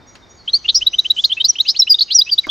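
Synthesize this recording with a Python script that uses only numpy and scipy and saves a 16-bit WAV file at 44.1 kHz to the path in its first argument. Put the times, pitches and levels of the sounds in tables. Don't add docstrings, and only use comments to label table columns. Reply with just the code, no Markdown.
import sys
import numpy as np
from scipy import signal
from scipy.fft import rfft, irfft
from scipy.io import wavfile
from scipy.ndimage import uniform_filter1d, minimum_filter1d

SR = 44100
rng = np.random.default_rng(int(sys.argv[2]) if len(sys.argv) > 2 else 0)


def put_to_file(sound):
    columns = np.atleast_2d(sound).T
    safe = np.clip(columns, -1, 1)
    whole_steps = np.round(safe * 32767)
    wavfile.write(sys.argv[1], SR, whole_steps.astype(np.int16))


N = 110250
TIME_S = np.arange(N) / SR
SIDE = np.array([[1], [-1]])
WAVER_RATE_HZ, ROOM_DELAY_S = 350, 0.0069


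def goldfinch():
    # t/s, length/s, f_first/Hz, f_mid/Hz, f_last/Hz, level/dB, peak place/0-1
    whistles = [ (.475, 0.031, 2900, 3306, 3480, -14.5, 0.22), (.492, 0.024, 3780, 3830, 4000, -23.5, 0),
                (0.53, 0.029, 4090, 4310, 4520, -4, 0.42), (.547, 0.034, 4470, 4644, 4750, -9.5, 0),
                (0.641, 0.025, 2455, 2810, 2813, -19, 0.84), (.678, 0.037, 2890, 3790, 3810, -6, 0.45),
                (.744, 0.055, 4030, 5135, 4780, -8, 0.25), (0.743, 0.055, 5270, 5695, 4930, -9, 0.17),
                (1.162, 0.036, 2956, 3074, 2930, -21, 0.2), (1.174, 0.041, 2527, 3307, 3580, -12, 0.47),
                (1.237, 0.028, 2860, 4110, 4150, -3, 0.37), (1.239, 0.022, 4140, 4820, 4710, -13.5, 0.36),
                (1.292, 0.021, 2785, 3117, 3070, -17, 1), (1.312, 0.028, 2740, 3272, 3940, -8.5, 0.52),
                (1.366, 0.034, 2460, 2658, 2560, -18.5, 0.34), (1.396, 0.023, 2900, 3058, 3200, -9.5, 0.81),
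                (1.397, 0.031, 3690, 3723, 3960, -13.5, 0.52), (1.440, 0.037, 3644, 4410, 4690, -7, 0.23),
                (1.441, 0.023, 5060, 4920, 5800, -9, 0.46), (1.479, 0.032, 5460, 5927, 5260, -4, 0.78),
                (1.553, 0.026, 2380, 3136, 2940, -23, 0.21), (1.583, 0.017, 2830, 3300, 3800, -14.5, 0.38),
                (1.598, 0.021, 3860, 3882, 4740, -3.5, 0.42), (1.646, .04, 2330, 2910, 3360, -23.5, 0.57),
                (1.647, 0.04, 2920, 4030, 4830, -24, 1), (1.681, 0.034, 3246, 4280, 4270, -9, 0.34),
                (1.677, 0.053, 4700, 5130, 5200, -9.5, 0.23), (1.742, 0.052, 2053, 3500, 3920, -27.5, 0.27),
                (1.762, 0.026, 3990, 4530, 5200, -16.5, 0.02), (1.789, 0.033, 5880, 5290, 5030, -2.5, 0.32),
                (1.8195, 0.022, 3820, 4013, 3780, -3.5, 0.1), (1.867, 0.023, 2300, 2897, 3070, -14.5, 0.54),
                (1.892, 0.053, 5226, 4774, 5020, -1, 0.38), (1.941, 0.019, 3440, 3790, 3500, -5, 0.23),
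                (1.984, 0.021, 3000, 4230, 5360, -10.5, 0.5), (2.006, 0.006, 3220, 3890, 3920, -3.5, 0.78),
                (2.010, 0.031, 4280, 4410, 4820, -5.5, 0.19), (2.070, 0.045, 3390, 2770, 3270, -31.5, 0.84),
                (2.101, 0.059, 2760, 3930, 4710, -17, 0.19), (2.105, 0.046, 3880, 4580, 6120, -12.5, 0.28),
                (2.142, 0.039, 5995, 5690, 5500, -2.5, 0.4), (2.173, 0.0089, 5470, 5350, 5300, -8, 0.7),
                (2.181, 0.03, 5240, 4840, 4750, -0.5, 0.34), (2.209, 0.019, 3140, 3850, 3880, -5, 0.61),
                (2.258, 0.033, 2356, 2612, 2550, -26, 0.63), (2.286, 0.02, 2580, 3030, 3540, -18, 0.67),
                (2.310, 0.043, 4810, 4658, 4606, -6.5, 0.46), (2.377, 0.023, 3100, 3867, 3820, -4, 0.6),
                (2.432, 0.028, 2490, 2180, 2160, -25, 0.7), (2.486, 0.04, 3050, 3600, 3700, -4, 0.69), ]
    # columns as above, t/s from the start of the figure
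    tinkle = [(0, 0.028, 2400, 2975, 3150, -13.5, 0.71), (.055, 0.017, 3458, 3873, 3950, -2.5, 0.67),
              (0.068, .01, 3950, 3880, 3800, -9.5, .45)]
    tinkle_starts_s = [.8075, .9275, 1.0435]
    song_db, turbulence_db, octave_db, turbulence_width_hz = 1, -30, -50.5, 478
    tone, envelope, rasp = np.zeros((3, N))
    waver = 1 + .008 * slow(WAVER_RATE_HZ)
    eddies = slow(turbulence_width_hz) + 1j * slow(turbulence_width_hz)
    flutter = buzz()
    tinkles = [(at + offset, *shape) for at in tinkle_starts_s for offset, *shape in tinkle]
    for start, length, first, mid, last, db, peak_at in list(whistles) + tinkles:
        on = (TIME_S >= start) & (TIME_S < start + length)
        u = (TIME_S[on] - start) / length
        hz = mid + (last - first) * (u - .5) + 2 * (first + last - 2 * mid) * (u - .5) ** 2
        phase_rad = 2 * np.pi * np.cumsum(hz * waver[on]) / SR + 1.24 * flutter[on]
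        strength = undb(db) * swell(u, peak_at)
        tone[on] += strength * np.sin(phase_rad)
        partials = undb(turbulence_db) * np.exp(1j * phase_rad) + undb(octave_db) * np.exp(2j * phase_rad)
        rasp[on] += strength ** .45 * np.real(eddies[on] * partials)
        envelope[on] += strength
    voice = undb(song_db) * (tone + overtones(tone, envelope)) * (1 + flutter)
    return voice + butter(rasp, 4, hz=10000)


def buzz():
    # t/s, length/s, depth/0-1
    buzzes = [(0.675, 0.041, 0.81), (1.676, 0.062, 0.6), (2.003, 0.06, 0.66)]
    depth = sum(peak * swell((TIME_S - at) / length, .63) for at, length, peak in buzzes)
    flutter_hz = 338 * (1 + .39 * slow(WAVER_RATE_HZ))
    return depth * sine(flutter_hz)


def overtones(tone, envelope):
    onset_s = .73
    cubed = undb(-15.5) * (TIME_S > onset_s) * tone ** 3 / np.maximum(envelope, 1e-6)
    return butter(cubed, 4, hz=8000, kind="highpass") * (1 + .5 * slow(WAVER_RATE_HZ))


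def reflections(song):
    echo_db, cage_db, room_db, echo_delay_s = -19.5, -33.5, -33, .0092
    echo = np.interp(TIME_S - echo_delay_s, TIME_S, song)
    cage = reverb(song, t60_s=.022, delay_s=.0015)
    mid, side = (reverb(song, t60_s=1, delay_s=ROOM_DELAY_S) for _ in range(2))
    return undb(echo_db) * echo + undb(cage_db) * cage + undb(room_db) * (mid + .5 * side * SIDE)


def far_birds():
    # t/s, f/Hz, level/dB
    calls = [(0, 3650, -52), (0.062, 5750, -44), (0.059, 6660, -50), (0.211, 3660, -45.5),
             (.282, 5750, -47), (0.287, 6650, -47.5), (0.36, 4670, -48), (0.376, 4360, -45.5),
             (.505, 6050, -39), (0.696, 6120, -43.5), (0.906, 6020, -35.5), (1.605, 6550, -40.5),
             (2.0, 6520, -45)]
    length_s = .054
    waver = 1 + .009 * slow(WAVER_RATE_HZ)
    direct = sum(undb(db) * swell((TIME_S - at) / length_s, .59) * sine(hz * waver) for at, hz, db in calls)
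    return direct + .5 * reverb(direct, t60_s=.54, delay_s=ROOM_DELAY_S)


def handling_knocks():
    # t/s, level/dB, decay/s, f_edge/Hz
    knocks = [(0.153, -38, 0.012, 4500), (2.469, -27.5, 0.018, 1200)]
    out = np.zeros(N)
    for at, db, decay_s, edge_hz in knocks:
        envelope = (TIME_S >= at) * np.exp(-np.abs(TIME_S - at) / decay_s)
        out = out + undb(db) * envelope * wide([(edge_hz, 0), (10 * edge_hz, -70)])
    return out


def rustle():
    start_s, length_s = 1.13, .18
    u = (TIME_S - start_s) / length_s
    centre_hz = np.interp(u, [0, 1], [6850, 4970])
    return undb(-36) * band(hz=(20, 1400)) * sine(centre_hz) * swell(u, .77)


def chatter():
    start_s, rise_s = .41, .1
    level_db = -50.5 + 4.5 * slow(hz=14)
    return undb(level_db) * band(hz=(3000, 6680)) * np.clip((TIME_S - start_s) / rise_s, 0, 1)


def room_noise():
    # f/Hz, relative level/dB
    air_spectrum = [(24, -31), (40, -1), (250, -8), (1270, -14.5), (1800, -18.5), (2340, -18), (3960, -120)]
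    # f/Hz, relative level/dB
    hiss_spectrum = [(1500, -11.5), (5000, 0.5), (7000, -15.5), (10000, -28.5)]
    hum_hz, rumble_hz, rumble_start_s, rumble_length_s = 346, 64, .52, .42
    hum = np.sqrt(2) * np.sin(2 * np.pi * hum_hz * TIME_S + slow(hz=23))
    rumble = np.sqrt(2) * np.sin(2 * np.pi * rumble_hz * TIME_S + slow(hz=27))
    rumble *= swell((TIME_S - rumble_start_s) / rumble_length_s, .76)
    air = undb(-47.5 - 2.5 * TIME_S) * wide(air_spectrum)
    return air + undb(-59) * coloured(hiss_spectrum) + undb(-63) * hum + undb(-48) * rumble


def reverb(x, t60_s, delay_s):
    tail = band(hz=(1800, 10160)) * undb(-60 * TIME_S / t60_s) * np.clip(TIME_S / delay_s - 1, 0, 1)
    return signal.fftconvolve(x, tail / np.sqrt(np.sum(tail ** 2)))[:N]


def swell(u, peak_at):
    peak_at = np.clip(peak_at, .1, .9)
    arch = np.abs(np.sin(np.pi * np.interp(u, [0, peak_at, 1], [0, .5, 1])))
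    return arch ** np.where(u < peak_at, 1.65, 1.8)


def sine(hz):
    return np.sin(2 * np.pi * np.cumsum(hz) / SR)


def slow(hz):
    return unit(butter(rng.standard_normal(N), 2, hz))


def band(hz):
    return unit(butter(rng.standard_normal(N), 6, hz, "bandpass"))


def coloured(spectrum):
    hz, db = np.array(spectrum).T
    bins_hz = np.maximum(np.fft.rfftfreq(N, 1 / SR), 1)
    gain = undb(np.interp(np.log(bins_hz), np.log(hz), db))
    return unit(irfft(rfft(rng.standard_normal(N)) * gain, N))


def wide(spectrum, side_db=-5):
    return unit(coloured(spectrum) + undb(side_db) * coloured(spectrum) * SIDE)


def butter(x, order, hz, kind="lowpass"):
    return signal.sosfilt(signal.butter(order, hz, kind, fs=SR, output="sos"), x)


def undb(db):
    return 10 ** (np.asarray(db) / 20)


def unit(x):
    return x / np.sqrt(np.mean(x ** 2))


def scene():
    song = goldfinch()
    return song + reflections(song) + far_birds() + chatter() + rustle() + handling_knocks() + room_noise()


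def record(dry):
    ceiling, window_samples, top_hz = .95, 265, 15800
    needed_gain = ceiling / np.maximum(np.abs(dry).max(axis=0), ceiling)
    gain = uniform_filter1d(minimum_filter1d(needed_gain, window_samples), window_samples)
    return signal.sosfilt(signal.ellip(8, .1, 70, top_hz, fs=SR, output="sos"), dry * gain)


dry = scene()
out = record(dry)
put_to_file(out)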